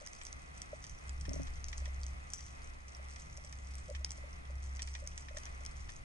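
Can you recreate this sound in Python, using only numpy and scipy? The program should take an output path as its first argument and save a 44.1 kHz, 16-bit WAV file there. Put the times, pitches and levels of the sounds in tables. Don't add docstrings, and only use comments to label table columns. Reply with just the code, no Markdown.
import sys
import numpy as np
from scipy import signal
from scipy.fft import rfft, irfft
from scipy.io import wavfile

SR = 44100
rng = np.random.default_rng(int(sys.argv[2]) if len(sys.argv) > 2 else 0)


def pcm_store(signal):
    levels = np.round(np.clip(np.atleast_2d(signal), -1, 1) * 32767)
    wavfile.write(sys.argv[1], SR, levels.astype(np.int16).T)


N = 266364
TIME = np.arange(N) / SR
FREQS = np.fft.rfftfreq(N, 1 / SR)
LEFT_RIGHT = np.array([[1], [-1]])

# frequency in Hz, level in dB.
WASH_MID = [(100, 12.5), (300, 3.5), (450, 1), (700, 4.5), (950, 0.5), (1200, 3.5), (1550, -3), (2100, 2),
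            (2450, -1), (2800, -5.5), (4200, -10), (6000, -11.5), (11000, -15.5)]
WASH_SIDE = [(60, -2), (200, -2.5), (270, 0.5), (350, -6), (650, -2.5), (900, -4.5), (1200, 1), (1600, -7),
             (2080, -3), (2450, -10), (3000, -14.5), (4200, -19.5), (6000, -25), (11000, -30.5)]
# pitch in Hz, width in Hz, mid in dB, side in dB.
WASH_RINGS = [(2022, 170, -73.5, -66), (2517, 41, -76, -75), (10900, 23, -98, -100)]
# time in seconds, level in dB.
WASH_LEVEL = [(0.0, 0), (1.3, 1), (3.0, -0.68), (6.04, -0.63)]
# time in seconds, level in dB.
SURGE_LEVEL = [(0.0, -54), (0.57, -62), (0.86, -58), (0.93, -41), (0.99, -71), (1.14, -49.5), (1.46, -45.5),
               (2.56, -56.5), (2.73, -52), (2.84, -57), (2.94, -58), (6.04, -50.5)]
RUMBLE_LEVEL = [(0.0, -69), (0.55, -56.5), (1.0, -56.5), (1.3, -48.5), (1.55, -55), (2.5, -55.5),
                (2.95, -65), (3.25, -55), (3.9, -54.5), (5.4, -57.5), (6.04, -54.5)]
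HUM_LEVEL = [(0.0, -56), (0.1, -67), (0.35, -55), (0.99, -59), (1.07, -46), (1.3, -44.5), (1.68, -47.5),
             (1.8, -41.5), (2.2, -45.5), (2.32, -71), (2.44, -51.5), (2.78, -58.5), (2.93, -47.5),
             (3.41, -57.5), (3.92, -41), (4.2, -51), (4.45, -50.5), (4.56, -42), (5.03, -45.5), (5.1, -53),
             (5.82, -49.5), (6.04, -65.5)]
# frequency in Hz, level in dB.
SURGE_COLOUR = [(12, -6), (22, -4.5), (29, -4.5), (38, -2), (50, -12.5), (80, -33), (200, -91), (600, -65)]
RUMBLE_COLOUR = [(45, -2.5), (90, -5.5), (130, -12.5), (155, -9.5), (200, -22.5), (300, -30), (600, -49.5)]
CLACK_COLOUR = [(300, -37), (900, -9), (1350, -14.5), (1600, -14.5), (1830, 4), (2150, -6.5), (2450, 0),
                (2750, -17.5), (3100, -5), (3800, -10), (4450, -15), (4780, -12.5), (5800, -7.5),
                (7200, -17.5), (11000, -37)]
# start in seconds, level in dB.
BLIPS = [(0.013, -50), (0.025, -51), (0.729, -40.5), (1.818, -56), (1.873, -56), (2.992, -58), (3.379, -56),
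         (3.443, -56), (3.883, -48), (3.891, -40.5), (3.907, -41.5), (4.007, -51), (4.177, -55.5),
         (4.236, -51), (4.273, -56.5), (4.498, -54), (5.021, -49), (5.038, -49), (5.308, -49.5),
         (5.344, -49.5), (5.366, -45.5), (5.606, -53)]
KNOCKS = [(1.281, -37.5), (1.313, -42.5), (1.341, -44), (1.36, -41), (1.396, -38)]
CLACKS = [(0.0623, -52), (0.2134, -45.5), (0.841, -51.5), (1.2525, -44), (1.471, -47.5), (1.7278, -39),
          (1.8561, -43.5), (2.391, -50), (3.1615, -50), (3.5274, -52), (3.9494, -41.5), (4.0593, -50),
          (4.793, -40.5), (4.8753, -45.5), (4.9505, -40), (5.1767, -48), (5.2846, -47.5), (5.369, -42.5),
          (5.4626, -47.5), (5.8915, -45.5)]
# pitch in Hz, time to fall 60 dB in seconds, level in dB, phase between the ports in radians.
GEAR_MODES = [(157.7, 0.28, -7.5, 1.7), (175, 0.21, -18, 1.8), (264, 0.24, -6, 2.56),
              (330, 0.0087, 4, 1.64), (560, 0.1, -11, 1.8), (615, 0.041, 0.5, 2.1), (1120, 0.022, -16, 2)]
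HOUSING_MODES = [(2200, 0.0093, -17, 1), (3170, 0.0055, -11.5, 1.3), (4460, 0.0039, -17, 3.5),
                 (4890, 0.0037, -7.5, 0), (5450, 0.008, -8, 2.86), (6040, 0.0038, 2, 1.5),
                 (6910, 0.0043, -7.5, 1.13), (8050, 0.0026, -3, 0.86), (8640, 0.0038, -11, 0),
                 (9940, 0.0063, -18.5, -3)]
# time in seconds, level in dB.
COLONY_LEVEL = [(0.0, -65), (0.23, -59), (0.45, -65), (0.75, -65), (2.05, -63.5), (2.42, -63),
                (2.85, -63.5), (3.4, -62), (4.35, -64), (4.9, -63), (6.04, -64)]
# start in seconds, level in dB, favoured pitch in Hz, echo tail in dB against the snap.
SNAPS = [(0.0634, -37, 7130, -6), (0.0729, -35, 5880, -11), (0.1326, -39.5, 6050, -12),
         (0.1508, -44, 5880, -8), (0.2514, -36.5, 6060, -4), (0.2675, -32.5, 6200, -8),
         (0.328, -33.5, 6230, -16), (0.5791, -41, 8020, -8), (0.618, -30.5, 5900, -9),
         (0.841, -35.5, 6130, -12), (0.8484, -42, 4170, -6), (0.8672, -38.5, 6060, -4),
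         (0.8963, -41, 5940, -4), (1.0939, -35, 5980, -10), (1.2115, -37, 6300, -8),
         (1.293, -37, 6200, -10), (1.3332, -35.5, 6230, 0), (1.4326, -39.5, 6090, -11),
         (1.6426, -32, 6000, -9), (1.6845, -36, 5600, -1), (1.7798, -33.5, 6030, -14),
         (1.8552, -40.5, 6000, -11), (2.0335, -37, 6030, -9), (2.0655, -36.5, 6250, -7),
         (2.3026, -39, 8930, -8), (2.3353, -26.5, 6260, -1), (2.3444, -46, 8150, -12),
         (2.4084, -39, 5800, -8), (2.4643, -42, 5290, -5), (2.9492, -45, 6050, -5), (3.1602, -44, 6060, -3),
         (3.3732, -38.5, 5860, -4), (3.4479, -42.5, 8200, -5), (3.5258, -39, 6300, -10),
         (3.7534, -40.5, 9790, -17), (3.9005, -41, 5440, -8), (4.0464, -23.5, 5900, -11),
         (4.1067, -28.5, 5700, -12.5), (4.118, -33.5, 6030, -5), (4.7686, -43, 5410, -5),
         (4.8207, -29, 6130, -7), (4.8279, -33.5, 5600, -9), (4.8735, -39, 6100, -10),
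         (5.0741, -28.5, 6040, -8), (5.178, -32, 6320, -8), (5.372, -35, 6240, -4), (5.3844, -37, 5470, -3),
         (5.4345, -40, 4730, -8), (5.455, -36, 5800, -8), (5.651, -36, 9500, -15),
         (5.6625, -30, 5950, -10.5)]


def undb(db):
    return 10 ** (np.asarray(db) / 20)


def unit(x):
    return x / np.sqrt(np.mean(x ** 2))


def curve(table):
    return np.interp(TIME, *np.transpose(table))


def noise(gain):
    return unit(irfft(rfft(rng.standard_normal(N)) * gain, N))


def colour(points):
    hz, db = np.transpose(points)
    return undb(np.interp(np.log(FREQS + 1), np.log(hz), db)) * np.minimum(FREQS / hz[0], 1) ** 2


def wander(rate_hz):
    return noise(1 / (1 + (FREQS / rate_hz) ** 4))


def add(out, start, sound):
    i = int(np.clip(start * SR, 0, N - 1))
    out[:, i:i + sound.shape[1]] += sound[:, :N - i]


def ring(modes, length_s, scatter_db, rise_s):
    t = np.arange(int(length_s * SR)) / SR
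    out = 0
    for hz, t60, db, lag in modes:
        detuned_hz = hz * (1 + 0.025 * rng.standard_normal())
        phase = 2 * np.pi * (detuned_hz * t + rng.random())
        envelope = undb(db + scatter_db * rng.standard_normal()) * np.exp(-np.log(1000) * t / t60)
        out = out + envelope * np.sin(phase + LEFT_RIGHT * lag / 2)
    return out * (1 - np.exp(-t / rise_s))


def reef_echoes(sound, early_t60=0.058, late_t60=1.0, late_db=-15):
    t = np.arange(SR // 6) / SR
    fade = np.exp(-np.log(1000) * t / early_t60) + undb(late_db) * np.exp(-np.log(1000) * t / late_t60)
    echoes = rng.standard_normal(len(t)) * (rng.random(len(t)) < .06) * fade
    return signal.fftconvolve(sound, echoes[None] / np.linalg.norm(echoes), axes=1)


def wash(mid_db=-62.0, side_db=-56.5, sway_db=1.0):
    mid = noise(colour(WASH_MID)) * undb(mid_db)
    side = noise(colour(WASH_SIDE)) * undb(side_db)
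    for hz, width, ring_mid_db, ring_side_db in WASH_RINGS:
        peak = 1 / (1 + (2 * (FREQS - hz) / width) ** 2)
        mid = mid + noise(peak) * undb(ring_mid_db)
        side = side + noise(peak) * undb(ring_side_db)
    return (mid + LEFT_RIGHT * side) * undb(curve(WASH_LEVEL) + sway_db * wander(3.8))


def surge(gain_db=-1, side_db=-12):
    tone = colour(SURGE_COLOUR)
    pressure = noise(tone) + LEFT_RIGHT * undb(side_db) * noise(tone)
    return pressure * undb(curve(SURGE_LEVEL) + gain_db)


def rumble():
    return noise(colour(RUMBLE_COLOUR)) * undb(curve(RUMBLE_LEVEL))


def gear_hum(gain_db=3.5, pitch_hz=66.53, drift_hz=0.41, flutter=0.067, buffet=0.18, buffet_hz=8):
    phase = 2 * np.pi * np.cumsum(pitch_hz + drift_hz * wander(1.6)) / SR
    note = (1 + flutter * wander(41)) * np.sin(phase)
    phase_flutter = flutter * wander(10) * np.cos(phase)
    hum = np.sqrt(2) * (note + phase_flutter)
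    swing = np.tanh(np.abs(1 + 2 * buffet * wander(buffet_hz)))
    return hum * swing * undb(curve(HUM_LEVEL) + gain_db)


def bubbles(gain_db=1, pitch_hz=580.6, spread=0.022, swell_s=0.0052, glide=4, lag_rad=0.88, wobble_db=3):
    out = np.zeros((2, N))
    t = np.arange(SR // 25) / SR
    envelope = (t / swell_s * np.exp(1 - t / swell_s)) ** 2
    for start, db in BLIPS:
        hz = pitch_hz * (1 + spread * rng.standard_normal())
        phase = 2 * np.pi * (hz * (t + glide * (t - swell_s) ** 2) + rng.random())
        add(out, start, undb(db + gain_db) * envelope * np.sin(phase + LEFT_RIGHT * lag_rad / 2))
    return out * undb(wobble_db * wander(107))


def gear_knocks(gain_db=4.5):
    out = np.zeros((2, N))
    for start, db in KNOCKS:
        knock = ring(GEAR_MODES, length_s=.2, scatter_db=3.5, rise_s=0.0012)
        add(out, start, undb(db + gain_db) * knock)
    return out


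def clacks(gain_db=-5, side_db=3, grain_db=2, rise_s=0.00027, fade_s=0.0085):
    envelope = np.zeros((1, N))
    t = np.arange(SR // 10) / SR
    burst = (1 - np.exp(-t / rise_s)) * np.exp(-t / fade_s)
    for start, db in CLACKS:
        add(envelope, start, undb(db + gain_db) * burst[None])
    grain = undb(grain_db * wander(330))
    tone = colour(CLACK_COLOUR)
    return envelope * grain * (noise(tone) + LEFT_RIGHT * undb(side_db) * noise(tone))


def far_snaps(count=1000, spread_db=4.0, largest_db=13, tail_db=-1):
    out = np.zeros((2, N))
    for when, size in rng.random((count, 2)):
        start = when * N / SR
        db = min(-spread_db * np.log(1 - size), largest_db)
        snap = undb(db) * ring(HOUSING_MODES, length_s=.01, scatter_db=5, rise_s=0.000093)
        add(out, start, snap)
        add(out, start, undb(tail_db) * reef_echoes(snap))
    return unit(out) * undb(curve(COLONY_LEVEL))


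def near_snaps(gain_db=2, pan_spread_db=4, focus_hz=3800, crack_db=-13, crack_fade_s=0.00065):
    out = np.zeros((2, N))
    for start, db, centre_hz, tail_db in SNAPS:
        pan_db = pan_spread_db * rng.standard_normal()
        modes = [(hz, t60, mode_db - min(10 * ((hz - centre_hz) / focus_hz) ** 2, 8), lag)
                 for hz, t60, mode_db, lag in HOUSING_MODES]
        ping = ring(modes, length_s=.015, scatter_db=3.5, rise_s=0.00076)
        t = np.arange(ping.shape[1]) / SR
        crack = undb(crack_db) * rng.standard_normal(len(t)) * np.exp(-t / crack_fade_s)
        snap = (ping / np.abs(ping).max() + crack) * undb(db + gain_db + LEFT_RIGHT * pan_db / 2)
        add(out, start, snap)
        add(out, start, undb(tail_db) * reef_echoes(snap))
    return out


def scene():
    flow = gear_hum() + rumble() + surge()
    return flow + wash() + near_snaps() + far_snaps() + clacks() + bubbles() + gear_knocks()


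def record(dry):
    return signal.sosfilt(signal.ellip(10, .2, 70, 11100, fs=SR, output="sos"), dry)


dry = scene()
out = record(dry)
pcm_store(out)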